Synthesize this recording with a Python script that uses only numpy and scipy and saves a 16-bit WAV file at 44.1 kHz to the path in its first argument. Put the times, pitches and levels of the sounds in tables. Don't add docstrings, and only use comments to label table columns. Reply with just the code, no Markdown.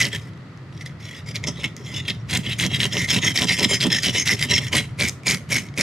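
import sys
import numpy as np
from scipy import signal
from scipy.fft import rfft, irfft, next_fast_len
from scipy.io import wavfile
from scipy.ndimage import uniform_filter1d

SR = 44100
rng = np.random.default_rng(int(sys.argv[2]) if len(sys.argv) > 2 else 0)


def store_pcm(level_fs):
    pcm = np.round(np.clip(level_fs, -1, 1) * 32767).astype(np.int16)
    wavfile.write(sys.argv[1], SR, np.atleast_2d(pcm).T)


def how_loud(loudness_db):
    steps = np.asarray(loudness_db, float) / 20
    return 10 ** steps


N = 256662
TIGHT_HZ = 2146


def evened(x):
    return x / np.sqrt(np.mean(x ** 2) + 1e-20)


def read(points, hz):
    f, value = np.transpose(points)
    return np.interp(np.log(hz + 1), np.log(f + 1), value)


def filtered(x, order, edge_hz, kind):
    return signal.sosfilt(signal.butter(order, edge_hz, kind, fs=SR, output="sos"), x)


def wander(rate):
    steps = int(N / SR * rate) + 2
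    return np.interp(np.arange(N), np.linspace(0, N, steps), rng.standard_normal(steps)) * 1.22


def grit(per_s, spread_db):
    hit, size, sign = rng.random((3, N))
    height = how_loud(-spread_db * np.log(size + .004))
    return evened((hit < per_s / SR) * height * np.sign(sign - .5))


def resonate(x, hz, width):
    turn = np.exp(2j * np.pi * np.cumsum(hz * np.ones(len(x))) / SR)
    r = np.exp(-np.pi * abs(width) / SR)
    return 2 * (turn * signal.lfilter([1 - r], [1, -r], x / turn)).real


def ring(x, modes, shifting_db=0., drift=0., favoured_hz=None, focus_db=0.):
    out = 0
    for k, (hz, width, db) in enumerate(modes):
        contact_db = shifting_db * wander(22)
        if favoured_hz is not None:
            contact_db += focus_db * np.exp(-(np.log(hz / favoured_hz) / 0.052) ** 2)
        moving_hz = hz * (1 + drift * wander(9))
        out = out + (-1) ** k * how_loud(db) * resonate(x * how_loud(contact_db), moving_hz, width)
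    return out


def colour(points):
    log_gain = np.log(how_loud(read(points, abs(np.fft.fftfreq(2048, 1 / SR)))))
    return np.fft.ifft(np.exp(np.conj(signal.hilbert(log_gain)))).real[:512]


def stroke(t, row, manner):
    start, length, first_db, last_db, grip_hz, middle_db, upper_db, jolt_db = row
    ends, swell_db, push_at, knock_at, rise_db_per_s, knock_db = manner
    fall_db_per_s, trail_db, trail_db_per_s = 854, -9.5, 258
    relax = 0.65
    push_s, push_depth_db, knock_s, knock_depth_db = 0.049, -10.5, 0.03, -12.5
    shallow_db_per_hz = -0.0289

    u = np.clip((t - start) / length, 0, 1)
    past = np.maximum(t - start - length, 0)
    fall_db = np.maximum(-fall_db_per_s * past, np.minimum(trail_db - trail_db_per_s * past, 0))
    pressure_db = first_db + (last_db - first_db) * u + swell_db * np.sin(np.pi * u)
    pressure_db = pressure_db - rise_db_per_s * np.maximum(start - t, 0) + fall_db
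    body_db, body_hz, teeth_db, teeth_hz, bite_db, spray_db = (a + (b - a) * u for a, b in ends)

    weaker_db = np.minimum(pressure_db - min(first_db, last_db), 0) / 2
    off_push = 1 - np.exp(-((t - start - push_at * length) / push_s) ** 2)
    off_knock = 1 - np.exp(-((t - start - knock_at * length) / knock_s) ** 2)
    push_db = jolt_db + weaker_db + push_depth_db * off_push
    knock_db = jolt_db + weaker_db + knock_db + knock_depth_db * off_knock

    tight_hz = max(grip_hz - TIGHT_HZ, 0)
    return (pressure_db, grip_hz - relax * u * tight_hz, middle_db + body_db, body_hz, upper_db + teeth_db,
            teeth_hz, bite_db + shallow_db_per_hz * tight_hz, spray_db, push_db, knock_db)


def stroke_controls():
    # (start [s], length [s], pressure at start [dB], at end [dB],
    # lowest scaler mode [Hz], middle modes [dB], upper modes [dB], jolt of the table [dB])
    against = [(0.0, 0.075, -18, -27, 2010, -3, -11, -28), (2.305, 0.06, -25, -20, 2060, -2.5, -7, -26.5),
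               (2.6, 0.062, -19.5, -25.5, 2090, -0.5, -6, -25), (2.8, 0.06, -21, -24, 2050, -1.5, -8, -23),
               (3.09, 0.092, -23.5, -21.5, 2130, -0.5, -2.5, -23.5),
               (3.355, 0.089, -24, -22.5, 2090, -1.5, -4.5, -20.5),
               (3.578, 0.067, -27.5, -18.5, 2120, 2, -2.5, -21),
               (3.81, 0.061, -22.5, -24.5, 2080, 2, -3.5, -22),
               (4.037, .056, -20, -20, 2120, -2, -4, -26.5),
               (4.268, 0.075, -20.5, -20.5, 2060, -5, -5, -28.5),
               (4.387, 0.061, -31, -20.5, 2070, -2, -6.5, -33.5)]
    lifted = [(4.732, 0.072, -12.5, -19.5, 2236, -3.5, -9.5, -24.5),
              (4.997, 0.096, -14, -24, 2320, -11.5, -11.5, -28.5),
              (5.268, 0.079, -13.5, -17.5, 2308, -14.5, -10.5, -28),
              (5.508, 0.1, -13, -24.5, 2250, -11.5, -10, -29.5),
              (5.778, 0.06, -20, -15.5, 2270, -17.5, -10.5, -28.5)]
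    back = [(.135, 0.029, -21.5, -22.5, 2040, -5.5, -14, -41.5),
            (2.445, 0.087, -30.5, -27, 2090, 0.5, -10.5, -36.5),
            (2.71, 0.054, -27.5, -19.5, 2050, -1, -12, -31),
            (2.932, .12, -17.5, -24.5, 2107, -8.5, -8.5, -29),
            (3.235, 0.074, -15, -18, 2065, -2.5, -6.5, -27),
            (3.488, 0.057, -15.5, -18.5, 2100, -5.5, -3, -28.5),
            (3.7, 0.061, -17, -18, 2140, -2.5, -2, -27), (3.914, 0.08, -18.5, -24.5, 2066, -0.5, -4, -28.5),
            (4.148, 0.077, -16, -24.5, 2110, -5.5, -2.5, -31),
            (4.505, 0.082, -17, -21, 2090, -2.5, -2.5, -28.5),
            (4.59, 0.091, -32, -27, 2120, -6.5, -10.5, -35.5)]
    scuffs = [(.19, 0.11, -42, -49, 2010, -8, -13, -45), (.73, 0.06, -59, -49, 2100, 1, -4, -66),
              (.8, 0.021, -43, -37, 2040, -8, -5, -60), (.862, 0.0079, -32, -30, 2060, -4, -9, -47),
              (1.002, 0.2, -42.5, -34.5, 2150, -4.5, -8.5, -54),
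              (1.27, 0.039, -37, -32.5, 2190, -9, -1.5, -43),
              (1.358, 0.0099, -14, -26, 2210, -10, -11, -43),
              (1.439, 0.011, -30, -32, 2150, -10.5, -6, -35), (1.472, 0.019, -31.5, -33.5, 2090, 7, 7, -29),
              (1.52, 0.13, -48, -40, 2000, 3, -9, -39.5), (1.6, 0.023, -34.5, -39, 2200, 3, -1, -40),
              (1.638, .016, -24, -22, 2220, -3.5, -12, -33), (1.768, 0.076, -46, -47, 2050, -8, -4.5, -42),
              (1.848, .15, -42, -28, 2050, 3.5, -4.5, -36), (2.05, 0.023, -41, -49, 2100, 3, -8, -40),
              (2.082, 0.022, -23, -24, 2090, 2.5, -6.5, -32)]
    manners = {"against": ([(-1.2, 0.9), (3298, 3100), (2.5, -2.5), (5551.5, 5500), (-12, -14), (0, 1)],
               1.37, 0.94, 0.79, 1010, -6.5), "lifted": ([(-4.5, 2), (3102, 3002), (-2, 1.5), (5550, 5600),
               (-12.5, -11), (-10, -10)], 2.5, 0.48, .2, 1460, -2.5), "back": ([(1.7, -2.5), (3235, 3167),
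               (-1.5, 0), (5330, 5378), (-24, -17.5), (-5, 0)], 3.3, 0.36, 0.15, 740, -3.5),
               "scuff": ([(-0.5, -1.2), (3450, 3550), (2, -0.3), (5420, 5384), (-17.5, -22), (0, -2)],
               1.2, .75, 0.63, 1600, -5)}
    t = np.arange(0, N / SR + .002, .001)
    kinds = (against, "against"), (lifted, "lifted"), (back, "back"), (scuffs, "scuff")
    each = np.array([stroke(t, row, manners[name]) for rows, name in kinds for row in rows])
    strongest = each[:, :1].argmax(0)[None]
    now = np.take_along_axis(each, strongest, 0)[0]
    return [np.interp(np.arange(N) / SR, t, c) for c in uniform_filter1d(now, size=5, axis=1)]


def slips(per_s, fade_s):
    return evened(signal.lfilter([1], [1, -np.exp(-1 / (abs(fade_s) * SR))], abs(grit(per_s, 1.83))))


def crack(hz, turn, cycles=0.62):
    u = np.arange(160) / SR * hz / cycles
    return np.e * u * np.exp(-u) * np.sin(2 * np.pi * (u * cycles + turn))


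def snaps(catch_db):
    # (time [s], crack level [dB], centre [Hz])
    loud_snaps = [(.022, -8, 3650), (.0255, -4, 5090), (.0304, -4.5, 5000), (.053, -2.5, 4770),
                  (.0626, -13, 3950), (.8133, -24, 4950), (1.3576, -7.5, 4980), (1.364, -8, 4130),
                  (1.485, -8.5, 6100), (1.766, -14.5, 6570), (2.0817, -9.5, 3580), (2.1002, -9, 3680),
                  (2.1046, -4.5, 3470), (2.33, -9.5, 3880), (2.3591, -6, 3000), (2.3695, -8, 3900),
                  (2.3737, 0, 7350), (2.5986, -3.5, 3200), (2.611, -12, 5190), (2.6293, -8, 3350),
                  (2.6505, -6, 3820), (2.6644, -3, 6150), (2.8035, -1, 3280), (2.816, -15, 3570),
                  (2.8324, -0.5, 3430), (2.8542, -8.5, 5700), (2.9693, -5, 3070), (2.984, -8, 5500),
                  (3.1042, 0, 5520), (3.1465, -3, 3780), (3.188, -6, 3350), (3.3753, 1, 4770),
                  (3.3943, -5.5, 5200), (3.4203, 0, 3300), (3.4355, -7, 3240), (3.5957, -2, 5330),
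                  (3.607, -9, 4950), (3.631, -7, 3640), (3.651, -4.5, 3360), (3.7361, -7, 4400),
                  (3.8043, -10, 4160), (3.809, -4, 4230), (3.814, -13, 4040), (3.8309, -8, 3470),
                  (3.8385, -3, 5000), (4.0334, -3, 5070), (4.0507, -7, 4500), (4.0615, -6, 4700),
                  (4.0851, -4, 3600), (4.276, -4, 3580), (4.284, -3.5, 3940), (4.3183, -2.5, 5560),
                  (4.3368, -4, 6060), (4.5626, -2.5, 5940), (4.58, -5.5, 5330), (4.7312, -13, 3180),
                  (4.756, -7.5, 4300), (5.0102, -1.5, 4000), (5.024, -4, 4630), (5.086, -1, 7900),
                  (5.0953, -3, 6460), (5.2815, 0.5, 4460), (5.2968, -7.5, 4900), (5.3098, -3.5, 5250),
                  (5.346, -7, 4880), (5.518, -8, 5860), (5.5343, -13, 4670), (5.5553, -6, 5180),
                  (5.566, -8.5, 5430), (5.793, -7.5, 5780)]
    # (time [s], crack level [dB], centre [Hz], kick to the tool relative to the crack [dB])
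    touches = [(0.3344, -43, 3340, 8.5), (0.375, -41, 4840, 4), (0.5744, -36, 5560, -5),
               (0.7257, -43, 3120, 1), (0.7761, -32.5, 5360, -1), (0.8614, -20.5, 5070, -1.5),
               (1.2625, -30.5, 5430, -8), (1.439, -20, 5300, 7), (1.4712, -17, 5170, -9.5),
               (1.642, -8, 2960, -3.5), (2.298, -22, 3040, -8), (3.0887, -15, 4000, -3),
               (3.2264, -13, 3390, -10), (3.485, -17, 3200, -2.5), (3.576, -23, 5540, -1),
               (4.4254, -12, 3170, 6.5), (4.996, -15.5, 4150, 7), (5.234, -29, 7610, 2),
               (5.476, -44, 3510, -2), (5.503, -21, 5700, 1), (5.687, -32, 4170, 0), (5.7399, -38, 3120, 7),
               (5.7763, -13, 5990, 4.5)]
    snap_ring_db = -17.5
    lesser_count, low_hz, high_hz = 170, 3300, 5500
    lesser_db, lesser_spread_db = 21, -10

    when, size, pitch = rng.random((lesser_count, 3)).T
    when = when * (N - 1) / SR
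    level_db = catch_db[(when * SR).astype(int)] + lesser_db + lesser_spread_db * size
    lesser = zip(when, level_db, low_hz * (high_hz / low_hz) ** pitch)
    rows = [(*row, snap_ring_db) for row in (*loud_snaps, *lesser)] + touches

    cracks, kicks = np.zeros(N + 160), np.zeros(N)
    for (s, db, hz, ring_db), turn in zip(rows, rng.random(len(rows))):
        at = round(s * SR)
        cracks[at:at + 160] += how_loud(db) * crack(hz, turn, cycles=.7)
        kicks[at] += how_loud(db + ring_db) * 30
    return cracks[:N], kicks


def crackle():
    # (frequency [Hz], relative level [dB])
    scale_colour = [(410, -40.5), (700, -9), (1220, -19), (2080, -3.5), (2340, -2.5), (2840, -12),
                    (5650, -10), (7620, -10), (12200, -16), (15600, -43)]
    trains = 0
    for hz in np.geomspace(1500, 13000, 9):
        trains = trains + signal.oaconvolve(grit(700, 3.53), evened(crack(hz, rng.random())))[:N]
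    return evened(signal.oaconvolve(trains, colour(scale_colour))[:N])


def scaler(pressure_db, grip_hz, body_db, body_hz, teeth_db, teeth_hz, bite_db, spray_db):
    # (factor on the grip pitch [ratio], width [Hz], relative level [dB])
    grip_modes = [(.87, 85.3, -4), (1.001, 108.7, 0.5), (1.12, 117.5, -18)]
    # (frequency [Hz], width [Hz], relative level [dB])
    body_modes = [(2700, 175, -7), (3124, 80, -5), (3340, 113, -6.5), (3580, 76, -7.5), (3880, 107, -8)]
    # (frequency [Hz], width [Hz], relative level [dB])
    teeth_modes = [(4970, 118, -5), (5350, 113, -6.5), (5560, 120, -8), (5925, 110, -10), (6240, 110, -7.5),
                   (6576, 103, -6), (7520, 160, -12), (8000, 79, -27.5), (9450, 620, -17.5)]
    lone_db_per_hz = -0.043

    cracks, kicks = snaps(pressure_db + bite_db)
    catch = np.clip(how_loud(0.38 * (bite_db + 8)), .2, 1.5)
    stutter = how_loud(pressure_db) * (0.59 + catch * slips(260, 0.0023)) / np.sqrt(1.0 + catch ** 2)

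    def rub():
        return how_loud(13.5) * stutter * how_loud(2.0 * wander(120)) * grit(7000, 3.2) + kicks

    drive = rub()
    muted_db = lone_db_per_hz * np.maximum(grip_hz - TIGHT_HZ, 0)
    grip = 0
    for k, (factor, width, db) in enumerate(grip_modes):
        level = how_loud(db + muted_db * (k != 1))
        grip = grip + (-1) ** k * level * resonate(drive * how_loud(2.46 * wander(22)), grip_hz * factor, width)
    body = how_loud(body_db + 3) * ring(rub(), body_modes, shifting_db=3.0, drift=0.014,
                                   favoured_hz=body_hz, focus_db=5.0)
    teeth = how_loud(teeth_db + 1.0) * ring(rub(), teeth_modes, shifting_db=4.0, drift=0.027,
                                       favoured_hz=teeth_hz, focus_db=6.5)
    ringing = filtered(grip + body + teeth + cracks, 2, [1500, 9500], "bandpass")

    spray = filtered([grit(5000, 3.0), grit(5000, 3.0)], 2, [8500, 14500], "bandpass")
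    spray = spray * stutter * how_loud(spray_db + np.array([[-17], [-21]]))
    edge = how_loud(5.5) * filtered(cracks, 2, 12800, "highpass")
    return ringing + edge + crackle() * stutter * how_loud(bite_db + 8.5), spray


def table(push_db, knock_db):
    # (frequency [Hz], width [Hz], relative level [dB])
    table_modes = [(103, 38, -10.5), (126, 14, -2), (182.8, 22, 0.5), (241, 39.7, -2.5), (306, 69.4, -7.5)]
    # (frequency [Hz], width [Hz], relative level [dB])
    knock_modes = [(402, 38, 0), (582, 45, -2.5), (730, 41, -8), (982, 58, -5), (1340, 60, -13.5)]
    drum = how_loud(25.0) * ring(grit(500, 3.7) * how_loud(push_db), table_modes)
    knocks = how_loud(21.5) * ring(grit(500, 3.15) * how_loud(knock_db), knock_modes, shifting_db=2.5)
    return drum + knocks


def night(pressure_db):
    # (frequency [Hz], relative level [dB])
    night_colour = [(15, -67), (25, -81), (128, 1), (191, -16), (231, -12.5), (309, -17.5), (709, -27),
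                    (769, -29.5), (879, -29.5), (1310, -24.5), (1580, -30.5), (1960, -26.5), (2240, -33.5),
                    (4500, -40), (15000, -68)]
    # (frequency [Hz], correlation [-1 to 1])
    night_same = [(60, 1), (240, 0.96), (950, 0.69), (3770, 0.22), (15000, 0.72)]
    # (time [s], level [dB])
    hum_course = [(0, -31), (.3, -32.5), (.45, -40.5), (.9, -33), (1.15, -34.5), (1.4, -27.5), (1.75, -35),
                  (2.2, -29), (2.75, -28.5), (3.5, -32.5), (4.1, -33), (4.6, -29.5), (5.2, -33),
                  (5.82, -33.5)]
    bed_db = -36
    hum_follows, quiet_db, smooth_s = 0.26, -38, .03

    frames, hz = N // 256 + 5, np.fft.rfftfreq(1024, 1 / SR)
    a, b, c, d = rng.standard_normal((frames, 513, 4)).T
    same = np.clip(read(night_same, hz), -1, 1)[:, None]
    left = a + 1j * b
    right = same * left + np.sqrt(1 - same ** 2) * (c + 1j * d)
    spectra = np.array([left, right]) * how_loud(read(night_colour, hz))[:, None]
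    bed = how_loud(bed_db) * evened(signal.istft(spectra, nperseg=1024, noverlap=768)[1][:, :N])

    low = signal.sosfiltfilt(signal.butter(2, 170, fs=SR, output="sos"), bed)
    swell_db = np.interp(np.arange(N) / SR, *np.transpose(hum_course)) - bed_db
    excess_db = np.maximum(pressure_db - quiet_db, 0)
    swell_db += hum_follows * uniform_filter1d(excess_db, round(smooth_s * SR))
    return bed - low + low * how_loud(swell_db)


def whistles():
    # (frequency [Hz], width of each resonance [Hz], rms level [dB])
    bands = [(1960, 150, -62), (4510, 70, -71), (7450, 220, -79)]
    ears = np.zeros((2, N))
    for ear in ears:
        for hz, width, db in bands:
            noise = rng.standard_normal(N)
            ear += how_loud(db) * evened(resonate(resonate(noise, hz, width), hz, width))
    return ears


def reflections(x, t60=0.15):
    taps = np.zeros((2, 12000))
    at = np.arange(40, 11940, 20) + rng.integers(0, 20, (2, 595))
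    np.put_along_axis(taps, at, rng.choice([-1., 1.], at.shape), 1)
    decay = how_loud(-60 * np.arange(12000) / SR / t60)
    taps = signal.lfilter([1, -.6], [1], taps * decay)
    return signal.oaconvolve(x[None], taps / np.linalg.norm(taps[0]), axes=1)[:, :N]


def microphone_ports(x):
    # (frequency [Hz], lead of left [rad])
    lead = [(300, 0), (1100, -.25), (2000, -.35), (3300, -.62), (5500, -.48), (9000, -.35), (13000, -.1)]
    # (frequency [Hz], left over right [dB])
    tilt = [(60, 11), (180, -6.6), (550, 2), (1650, -0.5), (4970, -0.4), (15000, 1.5)]
    size = next_fast_len(N)
    hz = np.fft.rfftfreq(size, 1 / SR)
    half = how_loud(read(tilt, hz) / 2) * np.exp(.5j * read(lead, hz))
    return irfft(rfft(x, size) * np.array([half, 1 / half]), size)[:, :N]


def scene():
    *hand, push_db, knock_db = stroke_controls()
    rasp, spray = scaler(*hand)
    near = rasp + table(push_db, knock_db)
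    table_echo = how_loud(-10.5) * reflections(near, t60=0.029)
    clutter_echo = how_loud(-10.5) * reflections(near, t60=0.25)
    pressure_db = hand[0]
    return microphone_ports(near) + spray + table_echo + clutter_echo + night(pressure_db) + whistles()


def roll_off(x):
    return signal.sosfilt(signal.butter(12, 15710, fs=SR, output="sos"), x)


def record(dry):
    heard = filtered(dry, 3, [55, 13800], "bandpass")
    mix = 1.203 * np.tanh(heard / 1.386)
    return roll_off(mix)


dry = scene()
out = record(dry)
store_pcm(out)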